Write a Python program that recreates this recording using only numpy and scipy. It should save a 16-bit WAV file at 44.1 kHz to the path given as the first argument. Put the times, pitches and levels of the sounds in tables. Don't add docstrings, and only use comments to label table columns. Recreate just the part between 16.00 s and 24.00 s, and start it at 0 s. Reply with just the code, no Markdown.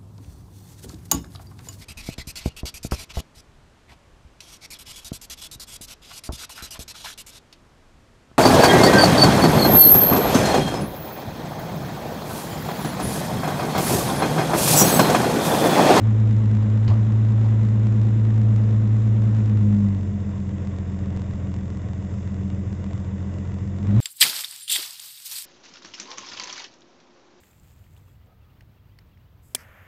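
import sys
import numpy as np
from scipy import signal
from scipy.fft import rfft, irfft, next_fast_len
from scipy.io import wavfile
from scipy.ndimage import map_coordinates

SR = 44100
rng = np.random.default_rng(int(sys.argv[2]) if len(sys.argv) > 2 else 0)


def level_to_linear(level):
    exponent = np.asarray(level, float) / 20
    return 10 ** exponent


def transcribe(signal):
    frames = np.atleast_2d(signal).T
    limited = np.clip(frames, -1, 1)
    pcm = np.round(limited * 32767).astype(np.int16)
    wavfile.write(sys.argv[1], SR, pcm)


N = 352932


def unit(x):
    return x / np.sqrt(np.mean(x ** 2) + 1e-20)


def curves(rows):
    start_s, *columns = np.transpose(rows)
    time_s = np.arange(N) / SR
    return [np.interp(time_s, start_s, column) for column in columns]


def wobble(rate_hz):
    knots = rng.standard_normal(int(N * rate_hz / SR) + 4)
    return map_coordinates(knots, [np.arange(N) * rate_hz / SR])


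def filtered(x, response):
    size = next_fast_len(len(x) + SR // 2)
    spectrum = rfft(x, size) * response(np.fft.rfftfreq(size, 1 / SR))
    return irfft(spectrum, size)[:len(x)]


def noise(spectrum, size):
    hz, db = np.transpose(spectrum)

    def colour(f):
        return level_to_linear(np.interp(np.log(f + 1), np.log(hz), db))

    return unit(filtered(rng.standard_normal(size), colour))


def resonance(f, centre_hz, width_hz):
    damping = 1j * f * width_hz
    return damping / (centre_hz * centre_hz - f * f + damping)


# centre_hz [Hz], width_hz [Hz], level_db [dB]
CABIN_MODES = [(110, 24, 0), (134, 20, -14), (204, 14, 0), (298, 16, -14)]
# centre_hz [Hz], width_hz [Hz], level_db [dB]
PANEL_PATH = (250, 500, -26)


def cabin(f):
    booms = sum(level_to_linear(level_db) * resonance(f, hz, width_hz) ** 2 for hz, width_hz, level_db in CABIN_MODES)
    panel_hz, panel_width_hz, panel_db = PANEL_PATH
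    return booms - level_to_linear(panel_db) * resonance(f, panel_hz, panel_width_hz)


# pitch_hz [Hz], level_db [dB per Hz]
VALVE_GEAR = [(150, -17), (300, -2.5), (480, -6.5), (720, -12), (820, -23), (1000, -17.5), (1280, -24),
              (1700, -25.5), (2250, -27.5), (2700, -28.5), (3200, -34), (3700, -30), (3950, -49.5),
              (9000, -77.5)]
# centre_hz [Hz], width_hz [Hz], level_db [dB]
DASH_MODES = [(926, 39, -0.5), (1110, 90, -3), (1400, 69, -4.5), (1530, 50, -3.5), (1890, 160, 0),
              (1990, 50, 1.5), (2844, 50, -0.5), (3450, 140, -6.5), (4040, 120, 10)]
# pitch_hz [Hz], level_db [dB per Hz]
INTAKE_ROAR = [(150, -16), (300, 0.5), (600, -11.5), (1000, -12.5), (2000, -20.5), (3000, -27.5),
               (3900, -27.5), (4500, -40), (5200, -37.5), (7500, -37), (8500, -51.5)]


def rush(cycles, roar_db):
    turn = 2 * np.pi * cycles
    puff = 1 + 0.12 * np.cos(6 * turn) + 0.08 * np.cos(turn + 1.5) + 0.06 * np.cos(2 * turn)

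    def dash(f):
        return 1 + sum(level_to_linear(level_db) * resonance(f, hz, width_hz) for hz, width_hz, level_db in DASH_MODES)

    gear = level_to_linear(-43.5 + 0.5 * wobble(9)) * unit(filtered(noise(VALVE_GEAR, size=N), dash))
    roar = level_to_linear(roar_db + 0.5 * wobble(4.7)) * noise(INTAKE_ROAR, size=N)
    low_noise = noise([(20, -6.5), (45, 5), (70, -0.5), (150, -2.5), (400, -13.5), (800, -63)], size=N)
    shake = level_to_linear(-37.5 + 0.27 * (roar_db + 49.5)) * unit(filtered(low_noise, cabin))
    return puff * (gear + roar) + shake


# pitch_hz [Hz], level_db [dB per Hz]
BRIGHT_TICK = [(800, -50.5), (1500, -0.5), (2900, 2.5), (3700, -1.5), (4700, 1.5), (5800, -12), (7000, -9),
               (8500, -28.5)]
# pitch_hz [Hz], level_db [dB per Hz]
DULL_RATTLE = [(200, -4), (500, 4.5), (1100, 2.5), (2000, -15.5), (4000, -41.5)]
# start_s [s], peak_db [dB], dull_db [dB], thump_db [dB], t60_s [s]
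KNOCK_EVENTS = [
    (.6294, -48, -4, 3, .03),
    (0.8772, -30, -2, 26, 0.14),
    (0.8987, -37, 9, 7, 0.24),
    (1.4411, -47.5, 13.5, 28, .1),
    (1.456, -46, 15, 26, 0.071),
    (1.5175, -46, 2, 12, 0.015),
    (2.637, -44, -4, 10, .02),
    (6.917, -59.5, 2, 5, .04),
]


def knocks():
    out = np.zeros(N + SR)
    t = np.arange(SR // 3) / SR
    for start_s, peak_db, dull_db, thump_db, t60_s in KNOCK_EVENTS:
        tick_decay = level_to_linear(-60 * t / 0.03) + 0.42 * level_to_linear(-60 * t / t60_s)
        tick = noise(BRIGHT_TICK, size=len(t)) * tick_decay * (1 - np.exp(-t / 0.0015))
        rattle_decay = level_to_linear(dull_db - 60 * t / (1.3 * t60_s))
        rattle = noise(DULL_RATTLE, size=len(t)) * rattle_decay * (1 - np.exp(-t / 0.0034))
        thump_decay = level_to_linear(thump_db - 60 * t / 0.22)
        thump = thump_decay * np.sin(2 * np.pi * 98 * t + 2.4) * (1 - np.exp(-t / 0.0063))
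        out[round(start_s * SR):][:len(t)] += level_to_linear(peak_db - 5) * (tick + rattle + thump)
    return out[:N]


# order [per cycle], fast_db [dB at fast idle], slow_db [dB at slow idle]
ENGINE_ORDERS = [(6, -7, -7.5), (8, -19.5, -23), (9, -33, -32.5), (10, -31.5, -21.5), (11, -34.5, -33.5),
                 (12, -13, -11), (13, -42, -31.5), (14, -29, -35.5), (15, -32.5, -37), (16, -47, -44),
                 (18, -27.5, -19.5), (20, -49, -38), (21, -35, -51), (22, -30, -54), (23, -30, -57.5),
                 (24, -17, -21.5), (25, -44.5, -45.5), (26, -33, -18.5), (27, -39, -32), (28, -35.5, -38),
                 (30, -20, -32), (32, -30, -38), (34, -40, -53.5), (36, -21, -29), (38, -29, -53.5),
                 (40, -29.5, -27), (41, -38.5, -36), (42, -29, -32), (44, -37, -40.5), (48, -28.5, -43.5),
                 (50, -34, -33), (54, -23, -36.5), (60, -25, -36.5), (65.6, -29, -55)]


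def engine(cycles, fast, load_db):
    phases = rng.uniform(0, 2 * np.pi, 70)
    phases[24] = 2 * phases[12] + 2.26
    sway = np.array([wobble(5.6) for _ in range(7)])
    tone = np.zeros(N)
    for order, fast_db, slow_db in ENGINE_ORDERS:
        k = round(order)
        sway_db = 0.5 if k % 6 == 0 else 2.5
        level_db = slow_db + fast * (fast_db - slow_db) + sway_db * sway[k % 7]
        tone += level_to_linear(level_db) * np.cos(2 * np.pi * k * cycles + phases[k])
    firing = np.arange(1, int(cycles[-1] * 6))
    at = np.interp(firing, cycles * 6, np.arange(N)).astype(int)
    strength = level_to_linear(-40) * rng.standard_normal(len(firing))
    blows = np.bincount(at, strength, N)
    gap = SR / 50
    return filtered(level_to_linear(load_db) * (np.sqrt(2) * tone + gap * blows), cabin)


# start_s [s], pitch_hz [four-stroke cycles per second]
ENGINE_SPEED = [(0.0, 9.116), (0.15, 9.103), (0.3, 9.093), (0.45, 8.997), (0.6, 8.863), (0.75, 8.993),
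                (0.9, 9.133), (1.05, 9.166), (1.2, 9.143), (1.35, 9.172), (1.5, 9.117), (1.65, 9.144),
                (1.8, 9.141), (1.95, 9.139), (2.1, 9.171), (2.25, 9.165), (2.4, 9.148), (2.55, 9.088),
                (2.7, 9.036), (2.85, 9.067), (3.0, 9.172), (3.15, 9.174), (3.3, 9.108), (3.45, 8.988),
                (3.6, 8.683), (3.75, 8.487), (3.9, 8.217), (4.05, 7.761), (4.2, 7.649), (4.35, 7.51),
                (4.5, 7.424), (4.65, 7.377), (4.8, 7.356), (4.95, 7.331), (5.1, 7.295), (5.25, 7.268),
                (5.4, 7.234), (5.55, 7.203), (5.7, 7.206), (5.85, 7.231), (6.0, 7.272), (6.15, 7.333),
                (6.3, 7.367), (6.45, 7.367), (6.6, 7.355), (6.75, 7.338), (6.9, 7.331), (7.05, 7.344),
                (7.2, 7.38), (7.35, 7.414), (7.5, 7.444), (7.65, 7.484), (7.75, 7.55), (7.8, 7.7),
                (7.84, 7.95), (7.87, 8.2), (7.9, 8.426), (7.93, 8.823), (7.96, 9.673), (7.98, 10.06),
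                (8.0, 10.318)]
# start_s [s], load_db [dB], roar_db [dB]
THROTTLE = [(0, -2.5, -41), (.6, -3, -42.5), (1.5, -3, -42), (2.5, -2.5, -44), (3.4, -3, -43.5),
            (3.7, -1.5, -47.5), (3.9, -2.5, -47.5), (4.05, -3, -60), (4.3, -5.5, -57), (5, -3.5, -52),
            (5.5, -3.5, -59.5), (6, -5, -64), (6.5, -4.5, -66), (7, -5, -56), (7.5, -5, -62),
            (7.8, -4.5, -54.5), (7.87, 0, -45), (7.93, -1, -39.5), (7.97, 2.5, -37.5), (8, -1.5, -36.5)]


def scene():
    speed, = curves(ENGINE_SPEED)
    load_db, roar_db = curves(THROTTLE)
    cycles = np.cumsum(speed) / SR
    fast = np.clip((speed - 7.4) / 1.1, 0, 1)
    return (rush(cycles, roar_db) + knocks() + engine(cycles, fast, load_db))[None]


# pitch_hz [Hz], level_db [dB per Hz]
MIC_HISS = [(3000, -28), (4450, -11), (4800, -8.5), (5000, -4), (5200, -4.5), (5900, -6), (6400, -3),
            (7550, -1.5), (7750, -7.5), (7950, -17), (8200, -24), (8600, -42.5)]
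# start_s [s], step_height [full scale]
MIC_SLIPS = [
    (5.0281, 0.0036),
    (5.1643, -0.036),
    (5.3373, 0.026),
]


def microphone(sound):
    steps = np.zeros(N)
    for start_s, step_height in MIC_SLIPS:
        steps[round(start_s * SR)] = step_height
    relax_s = 0.0065
    steps = signal.lfilter([1], [1, -np.exp(-1 / (relax_s * SR))], steps)
    hiss = level_to_linear(-64 + 0.77 * wobble(11)) * noise(MIC_HISS, size=N)
    return filtered(sound + steps + hiss, lambda f: 1 / (1 + (f / 8450) ** 40))


def top_cut(x):
    return signal.sosfilt(signal.butter(12, 8910, fs=SR, output="sos"), x)


def record(dry):
    mix = microphone(dry[0])[None]
    return top_cut(mix)


dry = scene()
out = record(dry)
transcribe(out)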